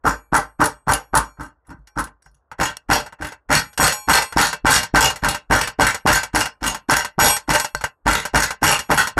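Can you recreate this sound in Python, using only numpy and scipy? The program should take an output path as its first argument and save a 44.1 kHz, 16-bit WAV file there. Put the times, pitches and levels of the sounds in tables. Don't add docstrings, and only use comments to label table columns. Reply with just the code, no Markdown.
import sys
import numpy as np
from scipy import signal
from scipy.fft import rfft, irfft, next_fast_len
from scipy.io import wavfile
from scipy.ndimage import uniform_filter1d, minimum_filter1d

SR = 44100
rng = np.random.default_rng(int(sys.argv[2]) if len(sys.argv) > 2 else 0)


def waveform_to_disk(signal):
    frames = np.transpose(np.atleast_2d(signal))
    scaled = np.clip(frames, -1, 1) * 32767
    samples = np.round(scaled).astype(np.int16)
    wavfile.write(sys.argv[1], SR, samples)


N = 405279
LENGTH = 21600
T = np.arange(LENGTH) / SR
HZ = np.fft.rfftfreq(LENGTH, 1 / SR)

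# start in seconds, force in dB, moment when the pestle lifts off in seconds,
# relative grind level in dB, relative ring level in dB.
BLOWS = [(0.054, -9.5, 0.13, -19, -42.5), (0.334, -7.5, 0.4, -12.5, -41), (0.605, -8, 0.68, -16.5, -40.5),
         (0.882, -9, 0.95, -10.5, -36.5), (1.143, -6, 1.23, -26.5, -40.5), (1.398, -28, 1.504, -42, -72),
         (1.694, -35, 1.65, -65, -65), (1.976, -16.5, 2.07, -47, -70), (2.601, -12, 2.7, -21, -61.5),
         (2.902, -9, 3.0, -13.5, -40.5), (3.212, -23.5, 3.321, -32.5, -68), (3.505, -9.5, 3.59, -9, -33),
         (3.8, -8.5, 3.923, -11.5, -18), (4.087, -5.5, 4.222, -12, -21.5), (4.372, -5, 4.529, -17, -51),
         (4.656, 0, 4.831, -13.5, -24.5), (4.948, -3, 5.102, -11.5, -44), (5.237, -11, 5.346, -19, -52),
         (5.511, -6.5, 5.674, -19, -43), (5.798, -4.5, 5.945, -17, -42), (6.063, -1, 6.232, -18, -33),
         (6.349, -11, 6.456, -21.5, -50), (6.63, -17.5, 6.746, -20.5, -53.5),
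         (6.898, -6, 7.047, -20.5, -49), (7.191, 2, 7.365, -14.5, -9), (7.493, -11, 7.645, -23.5, -32),
         (8.068, -6.5, 8.252, -20.5, -42), (8.347, -7, 8.506, -21, -54), (8.63, -9, 8.791, -13.5, -22.5),
         (8.904, -7.5, 9.072, -15.5, -31), (9.179, -5, 9.34, -24, -28)]
# start in seconds, relative level in dB, brightness in dB.
TOUCHES = [(1.872, -41.5, 4), (2.261, -44, -18), (2.515, -26.5, -16), (3.062, -27.5, -6), (3.124, -31, -13),
           (3.73, -39, 4), (3.776, -14.5, 4), (4.324, -22.5, -8), (5.159, -23, -1), (6.41, -9.5, -4),
           (7.548, -2.5, -6), (7.598, -12, 3.5), (7.81, -23.5, -7), (7.839, -11, -8), (8.433, -14, 8.5)]
# pitch in Hz, relative level in dB, time to fall 60 dB in seconds.
STONE = [(838, -2, .38), (1055, -2, .42), (1540, -3, .3), (2336, -7, .5), (2670, -11, .35),
         (2826, -11, .35), (3327, -12, .45), (4339, -15, .8), (5621, 0, .29), (6843, -2, .37),
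         (7858, -8, .27), (8236, -2, .5), (9582, -13, .55), (10169, -7, .25), (11322, -5, .5),
         (12887, -2, .22)]
# pitch in Hz, relative level in dB, time to fall 60 dB in seconds.
STAND = [(51.6, 0, 0.22), (143, 0, 0.091), (301, -3.5, 0.18)]
# time in seconds, brightness in dB.
HARDNESS = [(0, -13), (1.15, -15.5), (1.45, -10), (3.8, -9.5), (4.4, -4), (5.5, -10.5), (6.35, -5),
            (7.2, -4), (8.05, -8.5), (8.6, -6), (9.2, -15)]
MUFFLED_S = 2.1
FIRM_FORCE_DB = -15.5


def amp(db):
    return 10 ** (np.asarray(db) / 20)


def unit(x):
    return x / np.sqrt(np.mean(x ** 2) + 1e-20)


def along(points, hz):
    f, v = np.transpose(points)
    return np.interp(np.log(hz + 1), np.log(f + 1), v)


def law(points, x):
    return np.interp(x, *np.transpose(points))


def fade(t, t60):
    return amp(-60 * t / t60)


def add(track, s, sound):
    start = max(round(s * SR), 0)
    part = track[start:start + len(sound)]
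    part += sound[:len(part)]


def damped(modes):
    hz, db, t60 = np.transpose(modes)[:, :, None]
    return amp(db) * np.sin(2 * np.pi * hz * T) * fade(T, t60)


def ring(sines, scatter_db):
    chance = np.clip(rng.standard_normal(len(sines)), -1.5, 1.5)
    strengths = amp(scatter_db * chance) * rng.choice([-1, 1], len(sines))
    return strengths @ sines


def causal(db):
    cepstrum = irfft(np.log(unit(amp(db)) + 1e-6))
    cepstrum[1:LENGTH // 2] *= 2
    cepstrum[LENGTH // 2 + 1:] = 0
    return np.exp(rfft(cepstrum))


def coloured(x, response):
    return irfft(rfft(x) * response)


def clack(bright_db, covered=False, corner_hz=2600, neutral_db=-5, stone_db=8, stone_width_hz=130):
    # pitch in Hz, width in Hz, boost in dB.
    hollow = [(598.4, 43, 12), (842.5, 35, -7.5), (953, 17, 0), (1047, 15, 5.5), (1552.6, 42, 9.5),
              (1850, 120, 5), (2001, 54, 7.5), (2289, 50, 6.5), (2666, 23, 9.5), (2837, 61, 13.5),
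              (6650, 150, 4.5)]
    # frequency in Hz, relative level in dB per Hz.
    stone_colour = [(150, -4.5), (380, -13), (450, -3), (660, -10.5), (850, 8.5), (1150, -4), (1400, 4.5),
                    (1800, -3), (2300, -8), (3400, -14.5), (5000, -10.5), (9000, -15), (12000, -19),
                    (14500, -25.5)]
    # frequency in Hz, change in dB.
    food_cover = [(200, -4.5), (450, 5), (750, 2.5), (1200, 10.5), (1600, 3), (2100, -1.5), (3000, -2),
                  (5000, 2), (9000, 4)]
    modes = list(hollow) + [(hz, stone_width_hz, stone_db) for hz, _, _ in STONE if hz > 3000]
    peaks = sum(db / (1 + (2 * (HZ - hz) / width) ** 2) for hz, width, db in modes)
    treble = 1 - 1 / (1 + (HZ / corner_hz) ** 4)
    hardness = (bright_db - neutral_db) * treble
    return causal(along(stone_colour, HZ) + peaks + hardness + covered * along(food_cover, HZ))


def porch(build):
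    # frequency in Hz, time for the noise to fall 60 dB in seconds.
    decay_times = [(60, 0.23), (300, 0.2), (1000, 0.2), (2000, 0.19), (5000, 0.18), (14000, 0.1)]
    hz, t, z = signal.stft(rng.standard_normal(LENGTH), SR, nperseg=256)
    decay = fade(t, along(decay_times, hz)[:, None])
    tail = signal.istft(z * decay, SR, nperseg=256)[1][:LENGTH]
    return tail * (1 - np.exp(-(T / build) ** 2))


def crack(t60):
    return rng.standard_normal(LENGTH) * fade(T, t60)


def mottled(x):
    z = signal.stft(x, nperseg=256)[2]
    field = uniform_filter1d(rng.standard_normal(z.shape), size=5, axis=0)
    field = uniform_filter1d(field, size=3, axis=1)
    return signal.istft(z * amp(4.5 * unit(field)), nperseg=256)[1][:LENGTH]


def grind(length, start=0.029, slips_per_s=110, uneven_db=6, slip_t60=.035):
    chance, size = rng.random(LENGTH), rng.standard_normal(LENGTH)
    slips = (chance < slips_per_s / SR) * amp(uneven_db * np.clip(size, -2, 1.4))
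    power = coloured(slips ** 2, rfft(fade(T, slip_t60) ** 2))
    clumps = np.sqrt(np.abs(power))
    stroke = (1 - np.exp(-(T / start) ** 2)) * np.exp(-(T / length) ** 6)
    noise = mottled(rng.standard_normal(LENGTH))
    grit = unit(clumps * stroke * noise) * np.sqrt(np.mean(stroke ** 2))
    echo = unit(porch(build=0.014)) / np.sqrt(LENGTH)
    return grit + amp(-4) * coloured(grit, rfft(echo))


def air(db=-68):
    # frequency in Hz, relative level in dB per Hz.
    air_colour = [(25, -19.5), (60, 11), (150, -13.5), (400, -8), (1400, -8.5), (4000, -38), (14000, -42)]
    size = next_fast_len(N)
    gain = amp(along(air_colour, np.fft.rfftfreq(size, 1 / SR)))
    rumble = irfft(rfft(rng.standard_normal(size)) * gain, size)[:N]
    return amp(db) * unit(rumble)


def bumps():
    # start in seconds, relative thud level in dB, relative scrape level in dB.
    rocking = [(1.784, -28, -63.5), (2.22, -67, -51.5), (2.255, -39.5, -54), (2.304, -45, -61),
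               (2.343, -44, -55), (7.744, -19.5, -34.5)]
    out = np.zeros(N)
    for s, thud, scrape in rocking:
        stand = ring(damped(STAND[:2]), scatter_db=2)
        add(out, s, amp(thud) * stand * (1 - np.exp(-T / 0.03)))
        grit = grind(length=0.012, start=0.0041)
        add(out, s, amp(scrape) * coloured(grit, clack(bright_db=19)))
    return out


def clicks(click_db=4, echo_db=-28):
    # start in seconds, relative level in dB, brightness in dB.
    near_clicks = [(2.769, -26, 8), (7.749, -11, -4)]
    out = np.zeros(N)
    for s, db, bright in near_clicks:
        burst = crack(t60=.012) + amp(echo_db) * porch(build=.005)
        add(out, s, amp(db + click_db) * coloured(burst, clack(bright)))
    return out


def lift_offs(tap_db=-15, coarse_db=-30, bright_db=6, brightens=0.21):
    # time in seconds, coarseness from 0 to 1.
    coarseness = [(1.2, 1), (3.5, 0.03), (3.8, 0)]
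    rows = []
    for s, force, lift, _, ring_db in BLOWS:
        db = tap_db + min(force - FIRM_FORCE_DB, 0) + coarse_db * law(coarseness, s)
        rows.append((lift, db, bright_db + brightens * ring_db))
    return rows


def touches(crack_db=-5, echo_db=-7):
    out = np.zeros(N)
    for s, db, bright in lift_offs() + list(TOUCHES):
        echo = porch(build=0.00085) * fade(T, 0.35)
        burst = amp(crack_db) * crack(t60=0.074) + amp(echo_db) * echo
        add(out, s, amp(db) * coloured(burst, clack(bright)))
    return out


def squeals(share=.55, squeal_db=-7.5):
    return [(s + share * (lift - s), db + squeal_db) for s, _, lift, _, db in BLOWS]


def ringing(ring_db=-3, touch_db=-29, bareness=3.0, choke_t60=0.043):
    # time down in seconds, change of ring in dB.
    ring_left = [(.12, -8), (.155, -14), (.175, -46)]
    out = np.zeros(N)
    struck = [(s, db) for s, *_, db in BLOWS]
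    lifted = [(lift, db + law(ring_left, lift - s)) for s, _, lift, _, db in BLOWS]
    touched = [(s, db + touch_db + bareness * bright) for s, db, bright in TOUCHES]
    contacts = sorted(struck + squeals() + lifted + touched)
    sines = damped(STONE)
    ends = [s for s, _ in contacts[1:]] + [np.inf]
    for (s, db), end in zip(contacts, ends):
        choke = fade(np.maximum(T - (end - s), 0), choke_t60)
        stone = ring(sines, scatter_db=4.5)
        add(out, s, amp(db + ring_db) * stone * choke * (1 - np.exp(-T / 0.0054)))
    return out


def crumbs(count=3, crumb_db=-23, scatter_db=9, share=.7):
    rows = []
    for s, force, lift, _, _ in BLOWS:
        delays = share * (lift - s) * (np.arange(count) + rng.random(count)) / count
        db = crumb_db + min(force - FIRM_FORCE_DB, 0)
        rows += zip(s + delays, db + scatter_db * rng.uniform(-1, 1, count))
    return rows


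def snaps(db=-10, echo_db=-11):
    # start in seconds, relative level in dB.
    large_pieces = [(0.364, -6.5), (0.642, -10.5), (0.657, -5), (0.914, -10.5), (0.935, -1), (1.152, 1.5),
                    (1.173, 1), (3.827, -17), (4.71, -8), (4.743, -4.5), (5.008, -13), (5.288, -7),
                    (6.13, -10), (6.354, -8.5), (6.91, -1), (8.13, -9), (8.715, -7)]
    # frequency in Hz, relative level in dB per Hz.
    spit_colour = [(500, -34), (3000, -11), (7000, -7.5), (9800, -3), (10600, 5.5), (11400, -20),
                   (13000, -6), (14400, -29)]
    out, spit = np.zeros(N), causal(along(spit_colour, HZ))
    for s, level in list(large_pieces) + crumbs():
        burst = crack(t60=0.039) + amp(echo_db) * porch(build=.004)
        add(out, s, amp(level + db) * coloured(burst, spit))
    return out


def thumps(lead=0.01267, thump_db=-8, thump_grows=0.62, stand_db=-1, boom_db=2.0):
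    # frequency in Hz, relative level in dB per Hz.
    boom_colour = [(25, -28.5), (52, 8.5), (80, -1.5), (140, 2.5), (215, -4), (300, 4), (370, -10.5),
                   (700, -37.5), (2000, -69.5)]
    out, low = np.zeros(N), causal(along(boom_colour, HZ))
    for s, force, *_ in BLOWS:
        stand = ring(damped(STAND), scatter_db=0.5) * (1 - np.exp(-T / 0.016))
        boom = coloured(porch(build=0.029), low)
        thump = amp(stand_db) * stand + amp(boom_db) * boom
        add(out, s - lead, amp(thump_db + thump_grows * force) * thump)
    return out


def cushion(force, flat_force_db=-2, flat_db=-11, grows=1):
    return flat_db + grows * min(force - flat_force_db, 0)


def squeeze(squelch_db=-9, dull_db=-6):
    # force in dB, seconds before the knock.
    sink = [(-28.5, .032), (-8.5, 0.018), (5.5, 0.0033)]
    out = np.zeros(N)
    for s, force, *_ in BLOWS:
        response = clack(law(HARDNESS, s) + dull_db, s < MUFFLED_S)
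        squelch = coloured(porch(build=0.0069), response)
        add(out, s - law(sink, force), amp(cushion(force) + squelch_db) * squelch)
    return out


def crushing(echo_db=0, grind_db=1, grit_bright_db=6, echo_delay=.007, grind_share=0.68):
    out = np.zeros(N)
    for s, force, lift, grit_db, _ in BLOWS:
        bright, covered = law(HARDNESS, s), s < MUFFLED_S
        echo = coloured(porch(build=0.0021), clack(bright - 2, covered))
        add(out, s + echo_delay, amp(force + echo_db) * echo)
        grit = grind(grind_share * (lift - s))
        grit = coloured(grit, clack(bright + grit_bright_db, covered))
        add(out, s, amp(grit_db + grind_db) * grit)
    return out


def knocks(crack_db=-4, dull_db=-8, cushion_db=6, lead=.0075, ping_db=7, hardening=2.0, knock_db=2):
    # pitch in Hz, relative level in dB, time to fall 60 dB in seconds.
    push_modes = [(283, -2, 0.034), (540, -7.5, 0.004), (756, -6, 0.018)]
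    # pitch in Hz, relative level in dB, time to fall 60 dB in seconds.
    bowl_modes = [(780, 0, .03), (930, 3, .032), (1150, 1, .025), (1540, 0, .028)]
    out = np.zeros(N)
    for s, force, *_ in BLOWS:
        bright = law(HARDNESS, s)
        push = ring(damped(push_modes), scatter_db=1.5)
        add(out, s - lead, amp(cushion(force) + cushion_db) * push)
        knock = ring(damped(bowl_modes), scatter_db=1.5)
        add(out, s - .001, amp(knock_db + hardening * force) * knock)
        burst = coloured(crack(t60=.05), clack(bright + dull_db, s < MUFFLED_S))
        add(out, s - .001, amp(force + crack_db) * burst)
        ping = np.sin(2 * np.pi * 5400 * T) * fade(T, 0.011)
        add(out, s, amp(force + 2 * bright + ping_db) * ping)
    return out


def pounding():
    return squeeze() + thumps() + knocks() + crushing() + snaps()


def scene():
    return (air() + bumps() + clicks() + touches() + ringing() + pounding())[None]


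def suppressor(x, depth_db=-14):
    # frequency in Hz, level in dB per bin.
    quiet = [(100, -100), (1000, -95), (2500, -88), (5000, -81), (14000, -87)]
    hz, t, z = signal.stft(x, SR, nperseg=512)
    power = uniform_filter1d(np.abs(z) ** 2, size=3, axis=1)
    power = np.abs(uniform_filter1d(power, size=3, axis=2))
    gain = power / (power + amp(along(quiet, hz))[:, None] ** 2)
    return signal.istft(z * np.maximum(gain, amp(depth_db)), SR, nperseg=512)[1][:, :N]


def limiter(x, top_db=-3, hold=0.0089):
    needed = np.minimum(1, amp(top_db) / (np.abs(x) + 1e-9))
    width = max(int(hold * SR), 2)
    lowest = minimum_filter1d(needed, width)
    return x * uniform_filter1d(lowest, width // 2 + 1)


def record(dry, low_hz=30, top_hz=14650):
    size = next_fast_len(N + SR // 4)
    hz = np.fft.rfftfreq(size, 1 / SR)
    keep = hz ** 4 / (hz ** 4 + low_hz ** 4) / (1 + (hz / top_hz) ** 160)
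    limited = limiter(suppressor(dry))
    return irfft(rfft(limited, size) * keep, size)[:, :N]


dry = scene()
out = record(dry)
waveform_to_disk(out)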